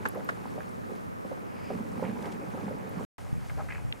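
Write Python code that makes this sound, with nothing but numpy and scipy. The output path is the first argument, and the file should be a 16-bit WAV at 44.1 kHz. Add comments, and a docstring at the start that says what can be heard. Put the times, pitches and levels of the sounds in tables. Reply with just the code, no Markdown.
"""Wet plops and deep glugs come from a hot spring boiling in its crater, each bubble ringing as a
short rising tone. Tiny bubbles fizz, spray spatters and drops tick down over hissing steam, a wide
rush and a thin whine. After a short silence a second, shallower pool simmers and splashes while
wind buffets the microphone. Twice a jet of steam swells through a vent; three knocks ring the
camera body, the first two with a hollow pop and a crack."""
import sys
import numpy as np
from scipy import signal
from scipy.fft import rfft, irfft
from scipy.io import wavfile

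SR = 44100
rng = np.random.default_rng(int(sys.argv[2]) if len(sys.argv) > 2 else 0)


def materialize(psi):
    """Save the field psi as 16-bit PCM at rate SR to the path in sys.argv[1].

    A 1-D psi becomes a single channel; in a 2-D psi each row is a channel.
    """
    bounded = np.clip(np.atleast_2d(psi).T, -1, 1)
    quanta = np.round(bounded * 32767).astype(np.int16)
    wavfile.write(sys.argv[1], SR, quanta)


N = 176400
T, HZ = np.arange(N) / SR, np.fft.rfftfreq(N, 1 / SR)
FIRST_END_S, SECOND_START_S = 3.05, 3.182
FIRST_POOL = T < FIRST_END_S
OPPOSED = np.array([[1.], [-1.]])  # left and right in opposite phase


# Short midrange pops: bursting bubbles, and at 0.056 and 0.292 s the hollow body of two camera knocks
# (time [s], level [dB], pitch [Hz], cluster length [s], cluster against main tone [dB])
POPS = [(0.056,-25,900,0.011,-3.5),(.061,-24,450,.015,-24),(.150,-35.5,1140,0.011,-1.5),(.159,-28.5,504,0.013,-2.5),(.176,-31,586,0.029,-4.5),(.208,-37.5,1370,0.0066,-7),(.292,-30,585,0.011,-3.5),
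        (0.456,-25.5,875,0.0072,-23),(.556,-38.5,418,0.027,0.5),(.580,-31,550,0.015,-1.5),(0.606,-27.5,1600,.006,-16),
        (.865,-37,402,.008,-10),(0.894,-31,450,0.015,-5),(0.917,-33.5,490,0.031,-3),(1.250,-28.5,510,0.019,-9.5),
        (1.315,-22.5,507,0.016,-11.5),(1.376,-35.5,634,0.0058,-0.5),(1.426,-30,454,0.013,-15),
        (1.704,-17.5,550,0.02,-11.5),(1.996,-26,790,0.0078,-20),(2.025,-23,460,0.011,-3),(2.039,-26.5,920,0.014,-27),(2.081,-27,398,0.024,-14),
        (2.265,-38.5,514,0.019,6),(2.425,-36.5,396,.015,4.5),(2.547,-26.5,487,.015,-12),
        (2.576,-29.5,885,0.021,-6.5),(2.682,-30.5,772,.015,-5),(2.711,-22,506,0.013,-16.5),(2.985,-33.5,986,0.03,-5.5),(3.010,-35.5,483,0.019,-0.5),
        (3.185,-35,1200,0.0049,-9),(3.499,-39.5,1570,0.0091,3),(3.577,-34.5,810,0.023,1),(3.592,-26.5,800,0.024,-6.5),(3.688,-38.5,1920,.009,2.5),
        (3.706,-31.5,2070,0.012,-2),(3.725,-30,2280,0.016,-4.5),(3.748,-30,2220,0.02,-7.5),(3.783,-36.5,1100,0.0064,-1.5)]
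def pops():
    """A damped tone in a cluster of higher and lower ones: a bubble and its churn, or a hollow knock."""
    out = np.zeros((2, N))
    grains_per_s, lead_s = 1800, .003
    for s, db, hz, length, cluster_db in POPS:
        pop = np.zeros((2, SR // 5))
        for when, size, mid, side in rng.standard_normal((int(grains_per_s * length) + 4, 4)):
            octaves = np.clip(size * 0.44, -1, 2)
            grain = bubble(hz * 2 ** octaves, cycles=1.06, rise=0.044) * amp(-0.5 * octaves)
            add(pop, abs(when * length * .6 + lead_s), (mid + 0.18 * side * OPPOSED) * grain)
        pop *= amp(cluster_db) * np.sqrt(length * SR / (pop ** 2).sum())
        add(pop, lead_s, 0.84 * bubble(hz, cycles=1.6, rise=0.044))  # the main tone
        add(out, s - lead_s, amp(db - 4) * pop)
    return out


# Deep glugs (time [s], level [dB], pitch [Hz])
GLUGS = [(1.252,-38.5,190),(1.557,-37.5,212),(1.728,-35,212),(1.754,-30,207),(1.805,-28,214),(1.979,-28.5,225),(2.015,-34,208),(2.088,-30,212),
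         (2.216,-31,210),(2.249,-34.5,205),(2.341,-36,210),(2.477,-32,179),(2.536,-31,220),(2.64,-32.5,197),(2.664,-29.5,202),(2.743,-37,162),(2.971,-29,180)]
def glugs():
    """Large steam pockets collapse in the throat, each a low tone with a soft attack."""
    out = np.zeros(N)
    for s, db, hz in GLUGS:
        add(out, s, amp(db - 0.5) * bubble(hz, cycles=1.35, rise=0.018, onset=0.79))
    return out


# Vigour of the boil (time [s], deep gurgle level [dB], surface bubbling level [dB])
BOIL_LEVELS = [(0,-41,-45.5),(.12,-48,-52),(.6,-49,-50.5),(.8,-48.5,-60),(.95,-52.5,-52.5),(1.1,-53.5,-63),(1.45,-54.5,-53),(1.64,-51.5,-53),(1.75,-43,-46),(1.9,-46.5,-54),(2.05,-36.5,-39.5),(2.14,-43.5,-47.5),(2.25,-43.5,-41.5),(2.38,-44,-48.5),(2.67,-42.5,-47.5),(2.88,-45.5,-48),(3.04,-41.5,-47.5)]
# Tone of the deep gurgle and of the surface bubbling (frequency [Hz], level [dB])
GURGLE_EQ = [(80,-11.5),(150,-5.5),(215,1.5),(265,-1.5),(340,-9.5)]
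SURFACE_EQ = [(300,-2.5),(440,0.5),(620,-7.5),(850,-2.5),(1100,-9.5),(1700,-12),(3400,-13.5)]
def boil():
    """The first pool surges: big bubbles gurgle below, smaller ones chirp on top."""
    gurgle = swarm(GURGLE_EQ, per_s=600, cycles=1.3, spread_db=1.5, rise=0.031)
    surface = swarm(SURFACE_EQ, per_s=800, cycles=1.77, spread_db=2.5, rise=0.11)
    return fader(BOIL_LEVELS, column=1) * gurgle + fader(BOIL_LEVELS, column=2) * surface


# Tone of the shallow pool (frequency [Hz], level [dB])
SIMMER_EQ = [(300,-16),(500,1),(800,0.5),(1400,-5),(2400,-7.5),(3400,-38)]
def simmer():
    """The second pool keeps up an even patter of midrange bubbles."""
    return amp(-54) * swarm(SIMMER_EQ, per_s=1100, cycles=1.34, spread_db=0, rise=0.062)


# Resonances of the basin (frequency [Hz], level [dB])
BASIN_EQ = [(70,-8.5),(135,1),(218,2.5),(320,-4.5),(440,1.5),(610,-1),(840,0.5),(1100,-1),(2450,1),(3300,-13.5)]
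def pools():
    """The basin colours pops and bubbling; the first pool sits a little right, the second left."""
    mix = pops() + glugs() + np.where(FIRST_POOL, boil(), simmer())
    pan_db = np.where(FIRST_POOL, -2, 1)
    return irfft(rfft(mix) * eq_gain(BASIN_EQ, HZ), N) * amp(OPPOSED * pan_db)


# Swells of the fizz (time [s], level [dB])
FIZZ_LEVELS = [(0,-63.5),(.6,-64),(.8,-66.5),(.97,-64),(1.15,-74),(1.3,-63),(1.48,-72),(1.74,-63),(1.85,-64.5),(2.04,-61),(2.15,-63.5),(2.25,-59.5),(2.38,-65.5),(2.62,-61.5),(2.8,-67),(3.02,-60),(3.2,-62.5),(3.37,-71),(3.48,-63),(3.75,-66),(4,-87)]
# Tone of the fizz (frequency [Hz], level [dB])
FIZZ_EQ = [(2500,-1.5),(3600,-1),(8000,-2),(12000,-4),(15000,-7.5)]
def fizz():
    """Thousands of tiny bubbles a second blur into a fine sizzle."""
    return fader(FIZZ_LEVELS) * swarm(FIZZ_EQ, per_s=4000, cycles=3.7, spread_db=2.5, rise=0.012)


# Sharp crackles: the crack of the first two camera knocks, then volleys of spray
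# (time [s], level [dB], length [s])
CRACKLES = [(0.053,-47.5,0.0091),(0.289,-49,0.01),(2.224,-51,0.0038),(2.256,-51.5,0.0059),(2.317,-47,0.0034),(3.484,-55,0.0024)]
# Tone of one click (frequency [Hz], level [dB])
CLICK_EQ = [(1200,-5),(2800,2),(5500,-4),(8500,-9),(14000,-28)]
def crackles(clicks_per_s=1800):
    """Short volleys of sharp clicks thin out: the crack of a knock, or spray hitting wet rock."""
    out, click = np.zeros(N), ring(CLICK_EQ)
    for s, db, length in CRACKLES:
        volley = np.zeros(SR // 8)
        for when, size in rng.standard_normal((int(clicks_per_s * length) + 2, 2)):
            add(volley, abs(when) * length, size * click)
        add(out, s, amp(db) * np.sqrt(length * SR) * volley / np.linalg.norm(volley))
    return out


# Flying drops landing (time [s], level [dB], pitch [Hz])
DROPS = [(.0875,-31,11400),(.149,-46,11600),(.2465,-41,13000),(.693,-48,9600),(2.894,-45.5,11760)]
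def drops(splash_decay_s=0.0037):
    """Single drops land close by, each a high tick with a tiny noisy splash."""
    out, t = np.zeros(N), np.arange(SR // 30) / SR
    for s, db, hz in DROPS:
        add(out, s, amp(db) * bubble(hz, cycles=4.1, rise=.004, onset=3.3))
        resonance = bubble(hz, cycles=2.05, rise=0, onset=.5)
        splash = signal.fftconvolve(rng.standard_normal(len(t)), resonance)[:len(t)]
        add(out, s, amp(db) * 0.25 * unit(splash) * np.exp(-t / splash_decay_s))
    return out


# Steam jets (peak time [s], level [dB], attack [s], vent pitch [Hz])
JETS = [(1.715,-54,0.21,2490),(3.465,-66,0.046,6250)]
# Resonances of a vent (frequency [multiple of vent pitch], level [dB])
VENT_EQ = [(.55,-4),(1,5),(1.22,-5),(1.55,-19.5),(1.98,-3),(2.35,-20),(6,-42)]
def jets(release_s=0.05):
    """Steam swells through the two resonances of a narrow vent, which then shuts."""
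    out = np.zeros(N)
    for s, db, attack_s, hz in JETS:
        swell = np.exp(-((T - s) / np.where(T < s, attack_s, release_s)) ** 2)
        out += amp(db) * swell * noise([(ratio * hz, gain_db) for ratio, gain_db in VENT_EQ])
    return out


# Handling knocks (time [s], level [dB], rattle length [s], mid against side [ratio])
KNOCKS = [(.054,-23.5,0.01,0.55),(.289,-23,0.0096,0.39),(3.925,-23.5,0.0018,0.26)]
# Ring of the case under a rattle and under a short, hard tick (frequency [Hz], level [dB])
CASE_RATTLE_EQ = [(600,-21.5),(1150,-0.5),(1420,-0.5),(1560,3.5),(1720,3),(2080,-12),(2600,-16.5),(3400,-32),(6000,-36),(15000,-42)]
CASE_TICK_EQ = [(200,-29),(1050,-18),(1650,-1),(2900,3),(4900,-14),(6100,-38)]
def knocks():
    """Knocks ring the camera case and shake the two capsules mostly against each other."""
    out, t = np.zeros((2, N)), np.arange(SR // 15) / SR
    for s, db, length, mid_share in KNOCKS:
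        body = ring(CASE_RATTLE_EQ if length > .006 else CASE_TICK_EQ)
        envelope = np.exp(-(t / length) ** 2) + 0.18 * np.exp(-t / length / 2.4)
        rattle = rng.standard_normal((2, len(t))) * envelope
        ringing = signal.fftconvolve(rattle, body[None], axes=1)
        side, mid = [x / np.linalg.norm(x) * np.sqrt(length * SR / 2) for x in ringing]
        add(out, s, amp(db) * (OPPOSED * side + mid_share * mid))
    return out


# Gusts (time [s], level [dB])
GUST_LEVELS = [(3.18,-45),(3.37,-30.5),(3.46,-39),(3.59,-32.5),(3.72,-40.5),(3.9,-33),(3.97,-49)]
# Tone of the buffeting (frequency [Hz], level [dB])
BUFFET_EQ = [(15,-38),(35,-11),(70,1),(130,-2),(300,-19),(4000,-86)]
# Thumps of single eddies (time [s], level [dB])
THUMPS = [(3.328,-17),(3.379,-18),(3.849,-23)]
def wind():
    """At the second pool, gusts rumble on the microphone and eddies thump it."""
    buffets = fader(GUST_LEVELS) * noise(BUFFET_EQ)
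    for s, db in THUMPS:
        add(buffets, s, amp(db) * bubble(hz=126, cycles=0.34, rise=0, onset=.5))
    return OPPOSED * buffets * ~FIRST_POOL


# Tone of the steam over each pool (frequency [Hz], level [dB])
FIRST_STEAM_EQ = [(20,-30.5),(40,-12.5),(90,3.5),(200,2.5),(330,-6.5),(500,-2.5),(800,-9),(1500,-9),(2400,-16),(3600,-26),(12000,-29),(16000,-35)]
SECOND_STEAM_EQ = [(20,-23),(35,-1),(120,3),(220,-1.5),(350,-7),(800,-20.5),(1500,-13.5),(2400,-18),(3800,-27.5),(7000,-25.5),(12000,-30),(16000,-41)]
def steam():
    """Steam gives a steady, dark hiss in the centre."""
    return np.where(FIRST_POOL, amp(-51) * noise(FIRST_STEAM_EQ), amp(-50.5) * noise(SECOND_STEAM_EQ))


# Tone of the bed under each pool (frequency [Hz], level [dB])
FIRST_RUSH_EQ = [(18,-51),(30,-23),(60,-4),(124,-1),(300,-3.5),(500,-7),(800,-11.5),(1280,-13.5),(1450,-18),(2250,-25.5),(3500,-42),(7000,-48),(13000,-44.5),(16000,-49.5)]
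SECOND_RUSH_EQ = [(30,0),(400,-2.5),(800,-8),(1200,-8),(2500,-22),(6000,-43),(12000,-35),(16000,-39)]
def rush(whine_hz=1202, whine_width_hz=9):
    """A steady wide rush carries a thin whine of narrow-band noise; both are softer at the second pool."""
    resonance = 1 / (1 + ((HZ - whine_hz) / whine_width_hz) ** 2)
    whine = unit(irfft(rfft(rng.standard_normal(N)) * resonance, N))
    first = amp(-39) * noise(FIRST_RUSH_EQ) + amp(-55) * whine
    second = amp(-47.5) * noise(SECOND_RUSH_EQ) + amp(-66) * whine
    return OPPOSED * np.where(FIRST_POOL, first, second)


def crater(x, decay_s=0.019, wet_db=-7):
    """The rim adds brief scattered reflections, different at each ear."""
    t = np.arange(SR // 8) / SR
    echoes = rng.standard_normal((2, len(t))) * (rng.random((2, len(t))) < .05)
    tail = echoes * np.exp(-t / decay_s) * (t > .002)
    tail /= np.linalg.norm(tail, axis=1, keepdims=True)
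    return x + amp(wet_db) * signal.fftconvolve(x, tail, axes=1)[:, :N]


def bubble(hz, cycles, rise, onset=0.27):
    """A damped tone that can rise like a surfacing bubble; decay and onset count in cycles, peak 1."""
    turns = np.arange(int(7 * cycles * SR / hz) + 8) * hz / SR
    envelope = (1 - np.exp(-turns / onset)) * np.exp(-turns / cycles)
    tone = envelope * np.sin(2 * np.pi * turns * (1 + rise * turns / cycles / 2))
    return tone / abs(tone).max()


def swarm(eq, per_s, cycles, spread_db, rise, pitches=36):
    """Bubbles of many sizes ring at random moments; spread_db makes a few stand out."""
    out = np.zeros(N)
    for hz in np.geomspace(eq[0][0], eq[-1][0], pitches):
        when, size, sign = rng.random((3, int(per_s * N / SR / pitches) + 1))
        accent_db = spread_db * np.minimum(-np.log(1 - size), 3)
        hits = np.zeros(N)
        hits[(when * N).astype(int)] = np.sign(sign - .5) * amp(accent_db)
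        grain = bubble(hz, cycles, rise)
        out += eq_gain(eq, hz) * signal.oaconvolve(hits, unit(grain) / np.sqrt(len(grain)))[:N]
    return unit(out)


def noise(eq):
    """Steady noise shaped by an EQ curve, rms 1."""
    return unit(irfft(rfft(rng.standard_normal(N)) * eq_gain(eq, HZ), N))


def ring(eq, size=2048):
    """Minimum-phase impulse response of an EQ curve, energy 1."""
    log_gain = np.log(eq_gain(eq, abs(np.fft.fftfreq(size, 1 / SR))))
    response = np.fft.ifft(np.exp(np.conj(signal.hilbert(log_gain)))).real[:size // 2]
    return response / np.linalg.norm(response)


def eq_gain(eq, hz):
    """Gain of an EQ curve at the given frequencies."""
    points_hz, db = np.transpose(eq)
    return amp(np.interp(np.log(hz + 1), np.log(points_hz + 1), db))


def fader(table, column=1):
    """Gain over time from one column of levels."""
    rows = np.array(table)
    return amp(np.interp(T, rows[:, 0], rows[:, column]))


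def amp(db):
    """Decibels to gain."""
    return 10 ** (np.asarray(db) / 20)


def unit(x):
    """Scales to rms 1."""
    return x / np.sqrt(np.mean(x ** 2) + 1e-20)


def add(mix, s, sound):
    """Mixes a sound in at s seconds."""
    part = mix[..., max(round(s * SR), 0):][..., :sound.shape[-1]]
    part += sound[..., :part.shape[-1]]


def scene():
    """Pops, bubbling, fizz and crackles echo in the crater; everything else stays dry."""
    echoing = crater(pools() + fizz() + crackles())
    return echoing + drops() + jets() + knocks() + wind() + steam() + rush()


def record(dry, cutoff_hz=15850):
    """Mutes the gap between the two pools, then cuts the top treble."""
    audible = FIRST_POOL | (T > SECOND_START_S)
    lowpass = signal.firwin(511, cutoff_hz, window=("kaiser", 9), fs=SR)
    return signal.oaconvolve(dry * audible, lowpass[None], "same")


dry = scene()
out = record(dry)
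materialize(out)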